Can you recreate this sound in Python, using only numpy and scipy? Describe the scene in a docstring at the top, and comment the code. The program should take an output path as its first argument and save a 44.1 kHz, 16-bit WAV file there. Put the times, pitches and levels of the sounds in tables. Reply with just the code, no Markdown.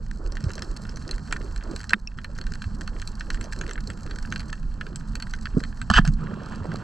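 """Under water by a reef, heard from inside a camera housing: snapping shrimp crackle, made of short noise bursts,
while water rumbles, throbs and sloshes round the case, made of coloured noise, damped swings and bubble blips.
One snap lands very close, rings the case and ducks the recorder's gain. Late on a band speargun fires: the trigger
clacks, the shaft scrapes along its track and the bands slap the muzzle, all of them filtered noise.
Dull bumps go with it, and stirred water swishes after the recoil."""
import sys
import numpy as np
from scipy import signal
from scipy.fft import rfft, irfft, next_fast_len
from scipy.io import wavfile
from scipy.ndimage import uniform_filter1d, minimum_filter1d, map_coordinates

SR = 44100
rng = np.random.default_rng(int(sys.argv[2]) if len(sys.argv) > 2 else 0)


def to_wav(s):
    """Save 16-bit WAV."""
    ch = np.atleast_2d(s).T  # columns
    pcm = np.round(np.clip(ch, -1, 1) * 32767)  # PCM
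    wavfile.write(sys.argv[1], SR, pcm.astype(np.int16))


N = 301203
T = np.arange(N) / SR  # time of every sample in seconds
HIT_T = T[:6144]  # time within one short sound

# Tone colour of a snap's woody body. Each row: frequency in Hz, relative level in dB per Hz.
BODY_SPECTRUM = [(500, -27.5), (900, -20.5), (1250, -6.5), (1550, 2), (1850, -2.5), (2100, -13),
                 (2500, -22.5), (4000, -49.5)]
# Tone colour of a snap's middle ring. Each row: frequency in Hz, relative level in dB per Hz.
RING_SPECTRUM = [(1500, -56.5), (2100, -7.5), (2400, -3.5), (2700, 1), (3000, -6), (3250, 0), (3550, -12),
                 (4200, -5.5), (6000, -44)]
# Tone colour of a snap's bright edge. Each row: frequency in Hz, relative level in dB per Hz.
BRIGHT_SPECTRUM = [(2500, -14), (3600, -20), (4250, 3.5), (4900, -3.5), (6000, -5.5), (7100, -8.5),
                   (7750, -2), (8600, -21), (10000, -19), (11000, -39.5), (12000, -24), (13000, -47),
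                   (16000, -87)]
# Tone colour of a snap's sharpest edge. Each row: frequency in Hz, relative level in dB per Hz.
CRACK_SPECTRUM = [(2000, -7), (4500, -5), (7800, 0), (9000, -5), (12200, -14.5), (16000, -34)]
# Tone colour of the drone in the case's hollow. Each row: frequency in Hz, relative level in dB per Hz.
HOLLOW_SPECTRUM = [(50, -13.5), (100, -0.5), (125, -2.5), (155, 2.5), (180, -2.5), (215, 1.5), (250, -7),
                   (310, -20), (600, -45.5)]
# Tone colour of murky, muffled water noise. Each row: frequency in Hz, relative level in dB per Hz.
MURK_SPECTRUM = [(200, -16.5), (600, -3.5), (950, 3), (1200, 2), (1500, 2), (1800, -2), (2200, -36),
                 (3200, -20), (3600, -48), (6000, -62)]


def amp(db):
    """Turns decibels into a plain gain."""
    return 10 ** (np.asarray(db) / 20)


def unit(x):
    """Scales a sound to an average strength (rms) of 1."""
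    return x / np.sqrt(np.mean(x ** 2) + 1e-20)


def along(points, hz):
    """Reads a (Hz, value) table at any frequency, on a log axis as pitch is heard."""
    point_hz, values = np.transpose(points)
    return np.interp(np.log(hz + 1), np.log(point_hz + 1), values)


def curve(rows):
    """Joins (seconds, value) rows by straight lines, one value per sample."""
    times, values = np.transpose(rows)
    return np.interp(T, times, values)


def wobble(rate):
    """A smooth random curve that takes a new random value this many times a second."""
    knots = rng.standard_normal(int(N * rate / SR) + 4)
    return map_coordinates(knots, [T * rate])


def envelope(start, hold, attack, release):
    """Rises over the attack, stays until the hold is over, then dies away; all in seconds."""
    rise = np.clip((T - start) / attack, 0, 1)
    return rise * np.exp(-np.maximum(T - start - hold, 0) / release)


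def filtered(x, response):
    """Changes each frequency of x by the given response."""
    padded = next_fast_len(N + 8192)
    hz = np.fft.rfftfreq(padded, 1 / SR)
    return irfft(rfft(x, padded) * response(hz), padded)[..., :N]


def coloured(x, spectrum, size=8192):
    """Gives x this spectrum with a filter that only looks back in time, falling away above the last point."""
    hz = np.fft.rfftfreq(size, 1 / SR)
    gain = amp(along(spectrum, hz)) / np.maximum(hz / spectrum[-1][0], 1) ** 4
    # folding the log spectrum makes the filter act as early as it can
    cepstrum = irfft(np.log(gain + 1e-6))
    fold = np.r_[1, np.full(size // 2 - 1, 2), np.zeros(size // 2)]
    impulse = irfft(np.exp(rfft(cepstrum * fold)))
    return signal.fftconvolve(x, impulse)[:len(x)]


def noise(spectrum):
    """Steady noise of rms 1 with this tone colour."""
    return unit(coloured(rng.standard_normal(N), spectrum))


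def add(track, s, sound):
    """Mixes a sound into the track at time s."""
    part = track[round(s * SR):][:len(sound)]
    part += sound[:len(part)]


def burst(spectrum, t60, attack=0.00037, direct=0):
    """A short crack: a direct pulse and scatter that drops 60 dB in t60 seconds; rms 1 over its first 6 ms."""
    fade = amp(-60 * HIT_T / t60) * (1 - np.exp(-HIT_T / attack))
    push = rng.standard_normal(len(HIT_T)) * fade
    push[round(attack * SR)] += direct * np.linalg.norm(push) * rng.choice([-1, 1])
    crack = coloured(push, spectrum, size=2048)
    return crack / np.sqrt(np.mean(crack[:SR * 6 // 1000] ** 2))


def swell(hz, rise):
    """A heavily damped swing whose envelope peaks after its rise time in seconds."""
    u = HIT_T / rise
    return u ** 2 * np.exp(2 * (1 - u)) * np.sin(2 * np.pi * hz * HIT_T)


def scattered(x, wet_db, t60):
    """Adds the faint diffuse return from sea bed and surface."""
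    fade = amp(-60 * HIT_T / t60) * (1 - np.exp(-HIT_T / 0.007))
    tail = rng.standard_normal(len(HIT_T)) * fade
    return x + amp(wet_db) * signal.fftconvolve(x, tail / np.linalg.norm(tail))[:N]


def crackle(spectrum, snaps, spread_db, t60):
    """Crackle of rms 1; each row gives moment, nearness and path spread, 0-1; longer paths smear a snap."""
    power = np.zeros(N)
    for when, nearness, path in snaps:
        life = t60 * amp(16.2 * path)
        shape = amp(-60 * HIT_T / life) * (1 - np.exp(-HIT_T * 25 / life))
        level = amp(spread_db * nearness ** 3 - 22.3 * path)
        add(power, when * (N - 1) / SR, (level * shape) ** 2)
    return unit(coloured(np.sqrt(power) * rng.standard_normal(N), spectrum))


def bubbles(low_hz, high_hz, cycles, count):
    """A dense gurgle of rms 1: short damped blips of scattered pitch and size."""
    out = np.zeros(N)
    for when, pitch, size in rng.random((count, 3)):
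        hz = low_hz * (high_hz / low_hz) ** pitch
        add(out, when * (N - 1) / SR, amp(22.0 * size ** 2) * swell(hz, cycles / hz))
    return unit(out)


def shrimp():
    """Each near claw snap rings the case: a woody body, a ring above it and a bright edge with its own pitch."""
    # The nearest snaps. Each row: start in seconds, body level in dB, edge level in dB, edge pitch in Hz.
    near_snaps = [(0.3215, -57, -41, 5400), (0.3694, -34.5, -49, 5300), (0.44, -52, -41, 5300),
                  (0.5038, -37.5, -51, 6100), (0.5346, -55, -42, 5300), (0.554, -61, -40.5, 6400),
                  (0.5797, -38.5, -46, 5500), (0.621, -36, -34, 5170), (0.7647, -49.5, -41.5, 4400),
                  (0.8518, -42, -56, 5400), (0.8936, -57, -41.5, 5270), (0.9595, -69, -42.5, 6050),
                  (1.0913, -41.5, -46, 5300), (1.111, -47, -29.5, 4280), (1.31, -39, -47, 5400),
                  (1.3248, -24, -30.5, 7140), (1.363, -32.5, -62, 7400), (1.5612, -43, -44, 4300),
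                  (1.762, -42, -36, 4120), (1.8941, -40, -31, 4170), (1.906, -31, -40, 7500),
                  (2.1863, -34.5, -51, 4000), (2.2446, -36.5, -40.5, 4060), (2.413, -42, -38.5, 4300),
                  (2.4669, -39.5, -46, 3900), (2.5372, -47, -40.5, 4530), (2.6193, -35, -43.5, 4140),
                  (2.641, -40, -45.5, 4300), (2.8759, -35.5, -38, 4300), (3.0174, -42, -41, 7760),
                  (3.0748, -48, -35.5, 4200), (3.208, -32.5, -43.5, 5360), (3.3028, -29.5, -38, 5900),
                  (3.3445, -37.5, -42, 7600), (3.411, -39, -38.5, 7440), (3.4415, -55, -42.5, 6200),
                  (3.5234, -36, -43, 7700), (3.612, -32, -38, 6500), (3.693, -38.5, -45, 6000),
                  (3.7105, -35, -41, 5900), (3.7332, -58, -40.5, 7440), (3.7779, -34.5, -66, 5400),
                  (3.901, -36.5, -42, 7800), (4.11, -38.5, -41, 4500), (4.3238, -27.5, -39.5, 6200),
                  (4.3595, -32.5, -35, 4400), (4.395, -44, -37.5, 4500), (4.4042, -43, -42, 4300),
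                  (4.5286, -31.5, -43.5, 6400), (4.811, -30.5, -47, 4600), (4.866, -39.5, -50, 4700),
                  (4.9584, -46, -35.5, 7660), (5.154, -38, -34, 4400), (5.2, -42, -41.5, 4560),
                  (5.2237, -39, -32.5, 4300), (5.3366, -31.5, -42, 5860), (5.4557, -31.5, -40.5, 4530),
                  (5.6371, -35, -39.5, 4300), (5.8154, -33, -41, 7700), (6.052, -33, -36.5, 5200),
                  (6.0757, -34, -34, 6450), (6.7171, -38, -54, 5700), (6.758, -46, -42.5, 4480)]
    ring_offset_db, body_share = -4.5, 0.68  # the ring follows a blend of body and edge levels
    peak_height_db, peak_width_octaves = 11.5, 0.11  # each edge stands out round its own pitch
    out = np.zeros(N)
    hz = np.geomspace(2000, 16000, num=60)
    for s, body_db, edge_db, edge_hz in near_snaps:
        direct = rng.uniform(0.47, 1.18)  # some arrive straight, some smeared by the reef
        body = amp(body_db) * burst(BODY_SPECTRUM, t60=0.019, direct=direct)
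        ring_db = body_share * body_db + (1 - body_share) * edge_db + ring_offset_db
        ring = amp(ring_db) * burst(RING_SPECTRUM, t60=0.022, direct=direct)
        peak_db = peak_height_db * np.exp(-(np.log2(hz / edge_hz) / peak_width_octaves) ** 2)
        edge_spectrum = np.c_[hz, along(BRIGHT_SPECTRUM, hz) + peak_db]
        edge = burst(edge_spectrum, t60=0.01, direct=0.76 * direct)
        edge = edge + amp(-19.0 + 4.6 * rng.standard_normal()) * burst(CRACK_SPECTRUM, t60=0.007)
        add(out, s, body + ring + amp(edge_db) * edge)
    return scattered(out, wet_db=-11.5, t60=0.049)


def close_snap():
    """One snap right beside the case makes it ring, far over the recorder's ceiling, and rebounds about 6 ms later."""
    # Ringing of the case. Each row: frequency in Hz, relative level in dB, rise in seconds.
    case_rings = [(204, -25.5, 0.012), (1084, -27, 0.0027), (1533, -6.5, 0.00071), (1713, -3.5, 0.0011),
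                  (1850, -25, 0.0031), (2580, -11, 0.0018), (3650, -35, 0.0045), (4660, -20.5, 0.00047)]
    out = np.zeros(N)
    ring = sum(amp(db) * swell(hz, rise) for hz, db, rise in case_rings)
    add(out, 1.9338, amp(8.5) * ring)
    add(out, 1.9342, amp(-31.5) * burst(CRACK_SPECTRUM, t60=0.006))
    rebound = amp(-16.5) * burst(BODY_SPECTRUM, t60=0.016)
    rebound = rebound + amp(-27) * burst(RING_SPECTRUM, t60=0.014)
    rebound = rebound + amp(-41) * burst(BRIGHT_SPECTRUM, t60=0.0113)
    add(out, 1.9395, rebound)
    return out


def reef(count=1100):
    """Countless far snaps merge into a sizzle; nearer ones stick out, some woody, some bright, some both."""
    # Level of the distant shrimp bed, shared by all its layers. Each row: time in seconds, level in dB.
    bed_level = [(0.0, -66.5), (0.3, -60.5), (0.48, -58.5), (1.6, -58.5), (2.0, -59.5), (2.2, -64),
                 (2.6, -60.5), (3.05, -58.5), (3.6, -57), (3.75, -61), (4.4, -57), (4.62, -64),
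                 (5.05, -59.5), (5.9, -60), (6.3, -65), (6.83, -65.5)]
    both, woody, thin = rng.random((3, count // 2, 3))
    bright_snaps = np.vstack([both, thin])
    woody_snaps = np.vstack([both, woody])
    bright = amp(3.5) * crackle(BRIGHT_SPECTRUM, bright_snaps, spread_db=27.5, t60=0.009)
    edge = amp(-10.5) * crackle(CRACK_SPECTRUM, thin, spread_db=11, t60=0.0095)
    body = amp(6.5) * crackle(BODY_SPECTRUM, woody_snaps, spread_db=31.5, t60=0.0068)
    ring = amp(-3.0) * crackle(RING_SPECTRUM, woody_snaps, spread_db=20, t60=0.0064)
    far = amp(-3.5 + 3.1 * wobble(23)) * noise(BRIGHT_SPECTRUM) + amp(5.0) * noise(MURK_SPECTRUM)
    return amp(curve(bed_level)) * (bright + edge + body + ring + far)


def speargun():
    """The sear lets go, the shaft chatters along the ringing barrel and the bands strike the muzzle."""
    # Metal contacts. Each row: start in seconds, body level in dB, bright level in dB, 60 dB fade in seconds.
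    contacts = [(5.9003, -16, -28.5, 0.017), (5.9114, -20.5, -35, 0.011), (5.942, -25.5, -45, 0.014),
                (5.9805, -9, -44, 0.016), (5.986, -8, -33, 0.011), (6.048, -33, -47, .025),
                (6.061, -38, -44, 0.061), (6.084, -41, -49, 0.017)]
    # Tone colour of a contact's body. Each row: frequency in Hz, relative level in dB per Hz.
    clack_spectrum = [(350, -10), (580, -12.5), (700, 3.5), (900, -3.5), (1400, 10), (1750, 7.5),
                      (2100, -22), (3100, -6.5), (3700, -25.5), (6000, -47)]
    # The shaft sliding out. Each row: time in seconds, level in dB.
    slide_level = [(5.905, -42), (5.934, -36), (5.939, -16.5), (5.955, -23), (5.966, -17), (5.989, -18),
                   (5.995, -30), (6.02, -57), (6.05, -68)]
    # Resonances of the gun. Each row: frequency in Hz, width in Hz, relative level in dB.
    gun_modes = [(730, 120, -27), (1150, 370, -8), (1430, 190, 1.5), (1665, 170, 1.5), (2640, 230, -8.5),
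                 (3070, 155, 1), (4570, 270, -11), (4840, 330, -12.5), (6440, 280, -22.5), (7400, 300, -22)]
    out = np.zeros(N)
    for s, body_db, bright_db, t60 in contacts:
        body = amp(body_db) * burst(clack_spectrum, t60, attack=0.00066)
        add(out, s, body + amp(bright_db) * burst(BRIGHT_SPECTRUM, t60, attack=0.001))

    def barrel(f):
        """Sums the gun's resonances, with every second one upside down."""
        total = 0
        for k, (hz, width, db) in enumerate(gun_modes):
            total = total + (-1) ** k * amp(db) * 1j * f * width / (hz * hz - f * f + 1j * f * width)
        return total

    chatter = rng.standard_normal(N) * amp(2.8 * wobble(500))
    scrape = unit(filtered(chatter, barrel)) + amp(-23.0) * noise(BRIGHT_SPECTRUM)
    scrape = filtered(scrape, lambda f: 1 / (1 + (f / 8500) ** 12))  # the case wall keeps out the top
    sliding = (T > slide_level[0][0]) & (T < slide_level[-1][0])
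    out = out + sliding * amp(curve(slide_level)) * scrape
    return scattered(out, wet_db=-25.5, t60=0.086)


def handling():
    """Dull bumps of grip and recoil are damped swings; one tink of a metal fitting is a few fading tones."""
    # Soft bumps on gun and case. Each row: start in seconds, level in dB, frequency in Hz, rise in seconds.
    bumps = [(0.438, -16.5, 134, 0.005), (0.464, -14, 80, 0.0064), (2.663, -17.5, 76, 0.0065),
             (5.546, -24, 220, 0.0032), (5.567, -19.5, 389, 0.004), (5.569, -6.5, 178, 0.0031),
             (5.571, -28.5, 546, 0.0026), (5.578, -17, 260, 0.004), (5.901, -10, 65.5, 0.0054),
             (5.904, -14, 205, 0.0071), (5.961, -9.5, 35.6, 0.014), (5.981, -12.5, 1010, .0017),
             (5.986, -22.5, 430, 0.0021), (5.992, -2.5, 168, 0.004), (5.996, -11, 26.7, 0.027),
             (6.067, -19, 44.6, .015), (6.071, -11.5, 153, 0.013), (6.195, -29.5, 164, 0.017),
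             (6.606, -26.5, 95, 0.011), (6.655, -17, 332, 0.00029), (6.678, -25, 164.6, .016),
             (6.744, -17.5, 300, .0005)]
    # A small metal fitting. Each row: frequency in Hz, relative level in dB, 60 dB fade in seconds.
    fitting_tones = [(2620, -25.5, 0.031), (5450, -19.5, 0.013), (5620, -28.5, 0.012)]
    out = np.zeros(N)
    for s, db, hz, rise in bumps:
        add(out, s, amp(db) * swell(hz, rise))
    tink = sum(amp(db - 60 * HIT_T / t60) * np.sin(2 * np.pi * hz * HIT_T) for hz, db, t60 in fitting_tones)
    add(out, 2.0737, amp(2.5) * tink * (1 - np.exp(-HIT_T / 0.00056)))
    return out


def water():
    """Water sloshes and gurgles round the case; after the shot a wake of finer bubbles swirls past."""
    # Sloshes round the case. Each row: start in seconds, length in seconds, relative level in dB.
    sloshes = [(0.186, 0.077, -41.5), (0.305, 0.039, -41.5), (0.428, .06, -43), (0.548, 0.15, -43.5),
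               (0.72, 0.3, -50.5), (1.05, 0.07, -42), (1.276, .24, -46.5), (1.616, .12, -42.5),
               (1.906, 0.042, -39), (2.25, 0.25, -56), (2.758, 0.059, -45), (2.9, 0.082, -46),
               (3.207, 0.29, -50), (3.563, 0.21, -42.5), (3.858, 0.076, -46), (3.993, 0.15, -43.5),
               (4.268, .07, -47.5), (4.4, .11, -48), (4.767, 0.17, -51.5), (5.547, 0.019, -39),
               (6.2, 0.13, -43), (6.352, 0.47, -43.5)]
    # Tone colour of a slosh. Each row: frequency in Hz, relative level in dB per Hz.
    slosh_spectrum = [(150, -19.5), (300, 5), (400, 1.5), (600, -4), (800, -13.5), (1400, -8), (1900, -27),
                      (2400, -46.5), (6000, -58)]
    laps = [amp(db) * envelope(s, length, attack=0.022, release=0.035) for s, length, db in sloshes]
    laps = np.hypot(np.max(laps, axis=0), amp(-57.5))  # a faint lapping goes on between sloshes
    laps = laps * amp(-3.0 + 2.2 * wobble(28))
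    gurgle = amp(-2.5) * bubbles(297, 602, cycles=1.7, count=600)
    slosh = laps * (noise(slosh_spectrum) + gurgle)

    swirl = envelope(6.16, hold=0.25, attack=0.048, release=1)
    stirred = swirl * amp(-49 + 3.4 * wobble(40))
    # fine fizz of the wake: in the case's upper ring, and above it
    fizz = amp(-9.5) * noise(RING_SPECTRUM) + amp(-15) * noise(BRIGHT_SPECTRUM)
    fine_bubbles = amp(1.5) * bubbles(924, 1830, cycles=2.2, count=1100)
    wake = stirred * (noise(MURK_SPECTRUM) + fine_bubbles + fizz)
    wake_drone = amp(-38.5) * swirl * noise(HOLLOW_SPECTRUM)
    return slosh + wake + wake_drone


def rumble():
    """Flow buffets the case and drones in its hollow, harder when the recoil shakes it, then the buffeting calms."""
    # Tone colour of the flow. Each row: frequency in Hz, relative level in dB per Hz.
    flow_spectrum = [(8, -20.5), (18, 2), (34, 2), (55, -6), (85, -10.5), (130, -21), (300, -53.5)]
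    # The drone in the case's hollow. Each row: time in seconds, relative level in dB.
    drone_level = [(0.0, -46), (0.3, -44), (0.62, -40), (1.3, -41), (2.2, -42.5), (2.6, -40.5),
                   (3.1, -42.5), (4.3, -37.5), (5.1, -39), (5.7, -41), (6.83, -37.5)]
    recoil_s, recoil_hold_s = 5.9, 0.22
    recoil = envelope(recoil_s, recoil_hold_s, attack=0.066, release=0.065)
    calm = np.clip((T - recoil_s) / recoil_hold_s, 0, 1)
    buffet = amp(-33 - 6.5 * calm + 1.4 * wobble(9)) + amp(-25.5) * recoil
    drone = amp(curve(drone_level) - 1.0 + 3.1 * wobble(17)) + amp(-33.5) * recoil
    return buffet * noise(flow_spectrum) + drone * noise(HOLLOW_SPECTRUM)


def throb(count=13):
    """Evenly spaced low pushes on the mount, perhaps the diver's pulse, that slowly weaken."""
    first_s, period_s, fade_db_per_s = 0.245, 0.44, -1.0
    out = np.zeros(N)
    for s in first_s + period_s * np.arange(count):
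        add(out, s, amp(-19 + fade_db_per_s * s) * swell(hz=33, rise=0.02))
    return out


def scene():
    """Both microphone ports share the air in the case, each with its own colour, plus a little noise set apart."""
    # Loudness of the two ports. Each row: frequency in Hz, left minus right in dB.
    port_levels = [(60, -3), (99, -2.5), (160, -2.5), (270, -5.5), (450, -4.5), (740, -6.5), (1220, -7),
                   (2010, 2), (3330, 0.5), (5500, -4), (9080, 1.5), (15000, -1)]
    # Timing of the two ports. Each row: frequency in Hz, phase by which the left leads in radians.
    port_leads = [(0, -1.1), (600, 0.83), (1890, 0.37), (2410, -1.12), (3190, -0.37), (3450, -1.76),
                  (4050, 0.47), (7060, 0.047), (11700, 0.6), (16100, 0.42)]
    case = shrimp() + close_snap() + reef() + speargun() + handling() + water() + rumble() + throb()

    def ports(hz):
        """Gives each port half of the level and phase difference."""
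        halves = [0.5, -0.5]
        gain = amp(np.outer(halves, along(port_levels, hz)))
        return gain * np.exp(1j * np.outer(halves, along(port_leads, hz)))

    pair = filtered(case, ports)
    # faint noise that swings opposite ways in the two ports
    apart = amp(-79.5) * noise(BRIGHT_SPECTRUM) + amp(-69.5) * noise(MURK_SPECTRUM)
    apart = apart + amp(-63.5) * noise(HOLLOW_SPECTRUM)
    return pair + np.array([apart, -apart])


def record(dry, release_db_per_s=32, top_hz=15900):
    """A limiter catches peaks over full scale at once and recovers slowly; then the top is cut off."""
    over_db = np.maximum(20 * np.log10(np.abs(dry).max(axis=0) + 1e-9), 0)
    # hold the largest overload so far, letting it shrink at the release rate
    held_db = np.maximum.accumulate(over_db + release_db_per_s * T) - release_db_per_s * T
    gain = uniform_filter1d(minimum_filter1d(amp(-held_db), size=64), size=64)
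    return filtered(dry * gain, lambda hz: hz < top_hz)


dry = scene()
out = record(dry)
to_wav(out)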